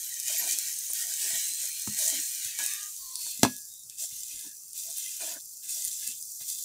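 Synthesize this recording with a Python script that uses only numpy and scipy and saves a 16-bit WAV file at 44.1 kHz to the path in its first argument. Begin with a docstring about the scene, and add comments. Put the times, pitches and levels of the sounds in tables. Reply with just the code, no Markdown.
"""Flatbread on an oiled griddle

A flatbread fries in oil on an iron griddle, close to a mono microphone; a steel spatula presses and turns it.
Oil and steam are shaped noise bursts that swell at each press; whistles are narrow gliding bands of noise.
Drops spit as filtered puffs, and the crust scuffs as noise with a moving resonance. Halfway the blade flips the
bread; it lands with a slap, a crack over ringing partials, and the pressing goes on."""
import sys
import numpy as np
from scipy import signal
from scipy.fft import rfft, irfft
from scipy.io import wavfile
from scipy.ndimage import uniform_filter1d

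SR = 44100
rng = np.random.default_rng(int(sys.argv[2]) if len(sys.argv) > 2 else 0)


def store_pcm(level_fs):
    """Save levels as 16-bit WAV."""
    pcm = np.round(np.clip(level_fs, -1, 1) * 32767).astype(np.int16)
    wavfile.write(sys.argv[1], SR, np.atleast_2d(pcm).T)


N = 292824
TIME = np.arange(N) / SR


def amp(db):
    """Decibels to gain."""
    return 10 ** (np.asarray(db) / 20)


def unit(x):
    """Scales to rms 1."""
    return x / np.sqrt(np.mean(x ** 2) + 1e-20)


def read(points, hz):
    """Reads a curve of (f/Hz, value) on a log-frequency axis."""
    f, value = np.transpose(points)
    return np.interp(np.log(hz + 1), np.log(f + 1), value)


def follow(rows, x):
    """Reads every further column of a curve table where its first column is x."""
    position, *columns = np.transpose(rows)
    return [np.interp(x, position, column) for column in columns]


def add(mix, s, sound):
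    """Mixes a sound in at time s, in seconds."""
    part = mix[max(round(s * SR), 0):][:len(sound)]
    part += sound[:len(part)]


def shaped(x, field, size=512):
    """Filters x by a gain in dB, field(Hz, s), that moves with time."""
    overlap = size - size // 4
    hz, t, z = signal.stft(x, SR, nperseg=size, noverlap=overlap)
    z = z * amp(field(hz[:, None], t))
    return signal.istft(z, SR, nperseg=size, noverlap=overlap)[1][:len(x)]


def levelled(db, hz, band):
    """Offsets a colour so that white noise of rms 1 comes out at 0 dB inside the band."""
    inside = (hz >= band[0]) & (hz <= band[1])
    return db - 10 * np.log10(np.mean(amp(db) ** 2 * inside, axis=0))


def patches(hz, t, size):
    """Random blotches of rms 1, size = (bins, frames) across."""
    noise = rng.standard_normal((len(hz), len(t)))
    across_hz = uniform_filter1d(noise, size[0], 0)
    return unit(uniform_filter1d(across_hz, size[1], 1))


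def bursts(per_s, spread_db, decay_s, wash):
    """Countless tiny bubbles burst, each a short puff, over a wash of those too small to tell apart."""
    sizes = amp(spread_db * np.minimum(rng.exponential(1, N), 5))
    sizes = sizes * (rng.random(N) < per_s / SR)
    power = signal.lfilter([1], [1, -np.exp(-2 / (decay_s * SR))], sizes ** 2)
    envelope = np.sqrt(power / power.mean() + wash ** 2)
    return unit(envelope * rng.standard_normal(N))


def puff(colour, tilt_db, decay_s, tail_db, tail_s, size=4096):
    """A sharp burst of noise with a short spray after it, coloured by a causal filter."""
    t, hz = np.arange(size) / SR, np.fft.rfftfreq(size, 1 / SR)
    envelope = np.exp(-t / decay_s) + amp(tail_db) * np.exp(-t / tail_s)
    burst = rng.choice([-1., 1.], size) * envelope
    log_gain = np.log(unit(amp(read(colour, hz) + tilt_db * np.log2(hz + 100))))
    # minimum phase: no sound ahead of the burst
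    both_sides = np.r_[log_gain, log_gain[-2:0:-1]]
    response = np.exp(np.conj(signal.hilbert(both_sides)))[:len(hz)]
    return irfft(rfft(burst) * response) / 2


def ring(partials, hardness_hz, swing=1):
    """Dying partials of a struck body, peak 1; a soft contact favours the low ones."""
    t = np.arange(SR // 2) / SR
    sound = np.zeros(len(t))
    for k, (hz, db, t60) in enumerate(partials):
        # swing -1 starts neighbouring partials in opposite ways
        sound += swing ** k * amp(db - 60 * t / t60) * np.cos(2 * np.pi * hz * t)
    sound = signal.lfilter(*signal.butter(3, hardness_hz, fs=SR), sound)
    sound = signal.lfilter(*signal.butter(1, 110, "high", fs=SR), sound)
    return sound / abs(sound).max()


def gap(hz, t):
    """Peaks and notches, in dB, of the gap between blade, bread and iron; they change at the flip."""
    # resonances of the gap, one table per side of the bread: (f/Hz, width/Hz, level/dB)
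    gap_before = [(1260, 74, -18), (1486, 420, 1.5), (1875, 110, 6.5), (2170, 78, -8), (2300, 270, 3.5),
                  (2770, 150, -3.5), (3030, 800, 3.5), (3500, 260, -6), (3650, 180, 1), (5200, 180, 1),
                  (6420, 630, 1.5), (6620, 230, -2), (7100, 120, 3.5), (7500, 170, 0), (8500, 370, 3.5),
                  (12500, 780, 4)]
    gap_after = [(1270, 133, -7.5), (1715, 96, 5), (1870, 150, -13.5), (2054, 170, 8), (2246, 110, -13),
                 (2601, 230, 9), (2970, 110, -3.5), (3170, 83, 4.5), (3580, 160, 7), (3830, 130, -9),
                 (3992, 140, 4.5), (4768, 127, 6.5), (6240, 220, 5), (6350, 160, -13.5), (7440, 120, 4.5),
                 (8010, 300, -0.5), (9300, 290, 2), (11900, 950, 3.5)]
    flip_s = 3.1

    def resonances(side):
        return sum(db / (1 + (2 * (hz - f) / width) ** 2) for f, width, db in side)
    return np.where(t < flip_s, resonances(gap_before), resonances(gap_after))


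def boiling(t):
    """Oil, steam and fine spray in dB at times t: each press flares above the simmer, sags and dies away."""
    # the bread frying untouched, calmer once it is turned: (t/s, oil level/dB, steam level/dB)
    simmer = [(0, -38.5, -56.5), (.8, -37, -56.5), (1.8, -37.5, -53.5), (2.3, -35, -53), (2.55, -40, -51.5),
              (2.82, -39.5, -55.5), (3.0, -42.5, -72), (3.5, -42, -58), (3.6, -45, -78.5), (3.82, -49, -86),
              (4.7, -48, -80.5), (5.55, -46, -81.5), (6.25, -42.5, -81), (6.64, -39.5, -74)]
    # the bread is pressed onto the hot iron, levels ahead of the sag:
    # (start t/s, length/s, oil level/dB, steam level/dB)
    presses = [(0.247, 0.21, -32, -44.5), (0.45, 0.083, -30.5, -44.5), (0.55, 0.17, -36.5, -49),
               (0.92, 0.12, -35, -48), (1.06, 0.15, -36, -51), (1.192, 0.3, -32, -46),
               (1.564, 0.11, -37.5, -51), (1.956, .15, -28.5, -47), (2.105, .09, -36, -46),
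               (2.409, 0.067, -37, -51), (2.568, 0.11, -32.5, -47.5), (2.678, 0.074, -39, -54.5),
               (3.179, 0.14, -38, -55.5), (3.883, .04, -60, -63.5), (3.968, 0.079, -34.5, -56.5),
               (4.081, 0.25, -41, -62.5), (4.275, .2, -41.5, -59), (4.734, 0.21, -38.5, -62),
               (4.938, 0.24, -37, -55.5), (5.178, 0.15, -36, -50.5), (5.616, 0.078, -45, -62),
               (5.673, 0.22, -34, -55), (5.89, 0.12, -38, -62), (5.996, .12, -38.5, -53),
               (6.396, 0.016, -45, -55), (6.458, 0.072, -35.5, -60), (6.558, .09, -41.5, -73)]
    # the boiling flares up, then eases as the water is used up
    attack_s, sag_db_per_s = .035, 14
    # dying away after the blade lifts
    oil_release_s, steam_release_s = 0.035, 0.029
    # fine spray at rest, and its change for each dB that a press adds to the oil
    spray_rest_db, spray_per_db = -0.95, -0.11

    rest_db, vapour_db = follow(simmer, t)
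    oil, vapour = amp(rest_db) ** 2, amp(vapour_db) ** 2
    for start, length, oil_db, steam_db in presses:
        attack = np.clip((t - start) / attack_s, 0, 1)
        held = attack * amp(-sag_db_per_s * np.clip(t - start, 0, length))
        lifted = np.maximum(t - start - length, 0)
        oil = oil + (amp(oil_db) * held * np.exp(-lifted / oil_release_s)) ** 2
        vapour = vapour + (amp(steam_db) * held * np.exp(-lifted / steam_release_s)) ** 2
    level_db = 10 * np.log10(oil)
    spray_db = spray_rest_db + spray_per_db * (level_db - rest_db)
    return level_db, 10 * np.log10(vapour), spray_db


def surges(t):
    """Slight random unevenness of the boiling, in dB."""
    depth_db, spacing_s = 0.07, .04  # rms at the knots, and the time between them
    knots = rng.standard_normal(size=1024)
    return depth_db * np.interp(t / spacing_s, np.arange(len(knots)), knots)


def sizzle():
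    """Water boils out of the oil: a bright crackle that swells each time the bread is pressed."""
    # relative colour of the boiling oil: (f/Hz, level/dB)
    oil_colour = [(1000, -52.5), (2900, -11), (3700, -11), (4600, -11.5), (5400, -6), (6100, 0), (7300, 0),
                  (8600, -2.5), (10000, -3), (11300, -7.5), (13500, -6), (15400, -6)]
    # more steam blows larger, lower bubbles: (steam level/dB, lower edge of the oil's band f/Hz)
    bubble_edge = [(-76.5, 4510), (-75.5, 3600), (-64, 3700)]

    def field(hz, t):
        level_db, steam_db, spray_db = boiling(t)
        edge_hz = follow(bubble_edge, steam_db)[0]
        below_edge_db = -48 * np.maximum(np.log2(edge_hz / (hz + 1)), 0)
        colour = read(oil_colour, hz) + gap(hz, t) + below_edge_db
        colour = levelled(colour, hz, (5000, 10500))
        fine = np.clip((hz - 8800) / 2800, 0, 1)  # share of the spray, growing towards the top
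        pockets_db = 1.9 * patches(hz, t, size=(3, 14))
        return colour + level_db + surges(t) + fine * spray_db + pockets_db
    crackle = bursts(per_s=1000, spread_db=3.7, decay_s=.0005, wash=1.45)
    return shaped(crackle, field)


def steam():
    """Trapped steam sputters out at the rim, lower in pitch than the open oil."""
    # relative colour of the escaping steam: (f/Hz, level/dB)
    vapour_colour = [(200, -27.5), (900, -18.5), (1260, -30), (1430, -10), (1900, -3), (2400, -1.5),
                     (3100, 1), (4100, 3), (5200, 0), (7000, -7.5), (15000, -25)]
    resonance = 1.09  # steam leaves through the gap, so it is coloured more than the open oil

    def field(hz, t):
        colour = levelled(read(vapour_colour, hz) + resonance * gap(hz, t), hz, (1500, 3400))
        pockets_db = 4 * patches(hz, t, size=(4, 14))
        return colour + boiling(t)[1] + surges(t) + pockets_db
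    sputter = bursts(per_s=1800, spread_db=4.5, decay_s=0.00077, wash=3.35)
    return shaped(sputter, field, size=1024)


def quiet_air():
    """Low background noise of the place, in slowly shifting blotches."""
    # relative colour of the air: (f/Hz, level/dB)
    air_colour = [(20, 0), (60, 2.5), (150, 5), (300, -6), (600, -10.5), (1200, -11.5), (3000, -28),
                  (15000, -24.5)]

    def field(hz, t):
        return read(air_colour, hz) + 4 * patches(hz, t, size=(4, 6))
    return amp(-74.5) * unit(shaped(rng.standard_normal(N), field, size=2048))


def whistles():
    """Narrow gliding resonances, excited by escaping steam or a slipping edge."""
    # thin whistles of steam and squeaks of the blade, level ahead of the fades:
    # (start t/s, end t/s, start f/Hz, end f/Hz, width of each resonator pole/Hz, level/dB)
    glides = [(.01, 0.125, 12700, 12650, 89, -45), (0.374, 0.412, 12500, 12500, 250, -29),
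              (0.892, 0.92, 9550, 9500, 200, -34), (1.099, 1.759, 7840, 8390, 240, -39),
              (1.247, 1.699, 3900, 4160, 80, -46.5), (1.392, 2.602, 4210, 4215, 80, -50),
              (1.606, 2.596, 8220, 8600, 239, -47), (2.607, 2.959, 1170, 1245, 74.4, -59.5),
              (2.617, 2.918, 1796, 1585, 120, -56.5), (2.588, 2.845, 3740, 3640, 110, -50),
              (2.591, 2.8, 2550, 2560, 250, -49), (2.837, 3.092, 11250, 8900, 300, -55),
              (2.93, 3.168, 4800, 4190, 380, -53), (2.96, 3.09, 15400, 14400, 200, -52),
              (2.966, 3.251, 1094, 990, 68, -61), (3.096, 3.401, 4440, 4290, 380, -45.5),
              (3.129, 3.36, 9050, 8830, 450, -46), (3.65, 3.88, 3750, 3800, 220, -61),
              (4.411, 4.567, 1730, 1710, 130, -66)]
    out = np.zeros(N)
    for start, end, first_hz, last_hz, width_hz, db in glides:
        hz = np.linspace(first_hz, last_hz, int((end - start) * SR))
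        r = np.exp(-np.pi * width_hz / SR)
        noise = rng.standard_normal((2 * SR, 2)) @ [1, 1j]
        flutter = signal.lfilter([1], np.poly([r, r]), noise)[-len(hz):]
        flutter = flutter / np.sqrt(abs(flutter))  # a sustained jet wavers more in pitch than in level
        tone = (flutter * np.exp(2j * np.pi * np.cumsum(hz) / SR)).real
        add(out, start, amp(db) * unit(tone) * signal.windows.tukey(len(hz), .7))
    return out


def pops():
    """Single drops spit: a few large ones, and small ones at random that grow with the boiling."""
    # large oil drops that burst: (t/s, puff level/dB, brightness/dB per octave)
    large = [(.2, -14, -1.5), (.526, -12.5, -6), (.5868, -8, 3), (.934, -7.5, 5.5), (2.589, -14.5, -1),
             (2.639, -12, 2.5), (2.663, -12.5, 1), (2.736, -16.5, 5), (3.156, -15, -5), (3.565, -22, 3),
             (3.898, -22.5, -2.5), (4.732, -21, 0.5), (4.778, -17, 9), (4.972, -14, 8), (4.983, -9, 15),
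             (5.85, -10.5, 5), (5.876, -16, 1), (6.076, -10.5, 5.5), (6.226, -18, 5)]
    # relative colour of a spitting drop: (f/Hz, level/dB)
    spit_colour = [(300, -60.5), (1300, -58), (3000, -16), (5500, 1.5), (9500, 6.5), (13000, -3.5),
                   (15500, -0.5)]
    # small drops: how often, puff gain above the oil's level, rms spread of size
    drops_per_s, above_oil_db, spread_db = 6, 12, 1.5
    max_tilt_db = 4  # limit of their brightness, per octave

    out = np.zeros(N)
    size, tilt = rng.standard_normal(size=(2, 128))
    times = np.cumsum(rng.exponential(size=128)) / drops_per_s
    small_db = boiling(times)[0] + above_oil_db + spread_db * size
    small = np.transpose([times, small_db, max_tilt_db * np.tanh(tilt)])
    for s, db, tilt_db in [*large, *small[times < N / SR]]:
        add(out, s, amp(db) * puff(spit_colour, tilt_db, decay_s=.001, tail_db=-19, tail_s=.005))
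    return out


def sliding():
    """The crust scuffs over the iron; the hollow under the bread gives a moving resonance."""
    # strokes that slide the bread, level ahead of the fades:
    # (start t/s, length/s, level/dB, hollow at the start f/Hz, at the end f/Hz, strength of the hollow/dB)
    strokes = [(0.279, 0.091, -53.5, 650, 624, 17), (0.386, 0.12, -48.5, 805, 640, 5),
               (0.41, 0.21, -61.5, 384, 330, 24), (0.996, 0.15, -63.5, 670, 665, 22),
               (1.234, 0.055, -57.5, 450, 447, 25), (1.291, .1, -53, 600, 570, 8),
               (1.438, 0.12, -67, 270, 290, 30), (1.61, 0.076, -65.5, 550, 557, 28),
               (1.959, 0.23, -52, 576, 634, 18.5), (2.118, .11, -52.5, 283, 250, 33),
               (2.576, 0.11, -51.5, 603, 398, -5), (3.25, 0.056, -61, 576, 593, 0),
               (4.002, 0.06, -61.5, 684, 683, 28), (4.318, 0.065, -68, 285, 280, 33),
               (4.429, 0.067, -61, 274, 270, 20), (4.835, 0.11, -61.5, 640, 675, 22.5),
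               (5.188, 0.12, -49, 560, 670, 11), (5.213, 0.14, -68, 290, 260, 16),
               (5.28, 0.12, -52, 526, 620, 6), (5.746, 0.073, -64, 668, 660, 28),
               (6.061, 0.071, -66, 265, 250, 26)]
    # relative colour of the rubbing bread: (f/Hz, level/dB)
    dough_colour = [(60, -47), (170, -8.5), (270, -1), (370, 2), (490, -12.5), (660, 9), (830, -5),
                    (970, 10), (1080, -13), (1260, -10), (1600, 8), (3000, -26), (8000, -61)]
    fade_share = 0.58  # share of a stroke spent speeding up and slowing down

    out = np.zeros(N)
    grains = bursts(per_s=310, spread_db=3.5, decay_s=0.004, wash=1.0)
    for start, length, level_db, first_hz, last_hz, depth_db in strokes:
        def field(hz, t):
            centre_hz = np.interp(t, [0, length], [first_hz, last_hz])
            hollow_db = depth_db / (1 + ((hz - centre_hz) / 90) ** 2)
            blotches_db = 4 * patches(hz, t, size=(3, 7))
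            return levelled(read(dough_colour, hz) + hollow_db + blotches_db, hz, (200, 1100))
        stretch = grains[int(start * SR):][:SR // 4]
        rub = unit(shaped(stretch, field, size=1024)[:int(length * SR)])
        add(out, start, amp(level_db) * rub * signal.windows.tukey(len(rub), fade_share))
    return out


def blows():
    """Bread or blade meets the griddle: a wet crack, ringing metal, then a damped thud; a pat only thuds."""
    # blade or bread strikes the griddle:
    # (t/s, thud peak level/dB, contact hardness as low-pass f/Hz, crack puff level/dB, metal peak level/dB)
    strikes = [(.901, -77, 1200, -33.5, -56), (1.874, -32, 454, -23.5, -60), (2.59, -59, 983, -25, -31.5),
               (2.612, -66, 900, -32, -40), (3.392, -43, 250, -65.5, -84.5), (3.432, -6, 942, -3, -18.5),
               (3.449, -7.5, 1197, -15.5, -19.5), (4.464, -54, 395, -74.5, -62),
               (6.41, -57, 111, -40.5, -74)]
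    # soft pats, cushioned by the bread: (t/s, thud peak level/dB, contact hardness as low-pass f/Hz)
    pats = [(1.332, -49.5, 131), (1.883, -33, 138), (2.456, -52.5, 60), (4.123, -57.5, 130),
            (4.34, -61, 55), (5.876, -59, 60.3), (6.088, -54, 220)]
    # partials of the damped thud, then of the ringing metal: (f/Hz, relative level/dB, t60/s)
    thud_partials = [(110, -19, .15), (147, -4, .16), (211, 1.5, .125), (254, 0, .15), (333, -13, .07),
                     (375, -10, .07), (445, -20, .16), (555, -9, .085), (619, -20, .26), (670, -6, .05),
                     (810, -7, .045), (862, -9, .04), (923, -6, .045), (985, -9, .045)]
    metal_partials = [(1200, -7, .06), (1575, -7, .06), (1674, 4, .4), (2202, -6, .15), (2492, -7, .15),
                      (2638, -1, .09), (2810, -6, .07), (3433, 0, .095), (3505, -7, .1), (4161, -8, .11),
                      (4317, -7, .1), (4813, -9, .11), (5900, -2, .05), (7270, -2, .06)]
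    # relative colour of the wet crack: (f/Hz, level/dB)
    crack_colour = [(60, -22.5), (250, -8), (900, -2), (1150, -8), (2000, -8), (2700, -5.5), (3700, -7.5),
                    (5200, -7.5), (5900, -1), (6300, -8), (7300, 1), (8300, -4), (11000, -8.5),
                    (15500, -15.5)]
    thud_lag_s = .0012

    out = np.zeros(N)
    for s, thud_db, hardness_hz, crack_db, metal_db in strikes:
        add(out, s + thud_lag_s, amp(thud_db) * ring(thud_partials, hardness_hz))
        crack = puff(crack_colour, 0, decay_s=0.0024, tail_db=-18.5, tail_s=.012)
        add(out, s, amp(crack_db) * crack)
        add(out, s, amp(metal_db) * ring(metal_partials, hardness_hz=8800, swing=-1))
    for s, thud_db, hardness_hz in pats:
        add(out, s, amp(thud_db) * ring(thud_partials, hardness_hz))
    return out


def room(x):
    """Short, faint scatter from the hearth and the wall behind it; outdoors the bass escapes."""
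    # dying away of the scatter: (f/Hz, t60/s)
    scatter_t60 = [(100, 0.23), (1000, 0.11), (5000, 0.15), (15000, 0.045)]

    def field(hz, t):
        bass_loss_db = 12 / (1 + (hz / 500) ** 2)
        return -60 * t / read(scatter_t60, hz) - bass_loss_db
    length = SR // 3
    # sparse random echoes, none in the first 4 ms
    taps = rng.standard_normal(length) * (rng.random(length) < 2000 / SR) * (TIME[:length] > .004)
    tail = shaped(taps, field, size=256)
    return signal.fftconvolve(x, tail / np.linalg.norm(tail))[:N]


def scene():
    """All sounds of the griddle over quiet air, the same in both channels."""
    hits = pops() + blows()
    mono = sizzle() + steam() + quiet_air() + whistles() + sliding() + hits
    mono = mono + amp(-10.5) * room(hits)
    return np.array([mono, mono])


def record(dry):
    """The recorder's band limit: a steep low-pass."""
    low_pass = signal.firwin(511, 15650, window=("kaiser", 9), fs=SR)  # edge in Hz
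    return signal.oaconvolve(dry, low_pass[None], "same")


dry = scene()
out = record(dry)
store_pcm(out)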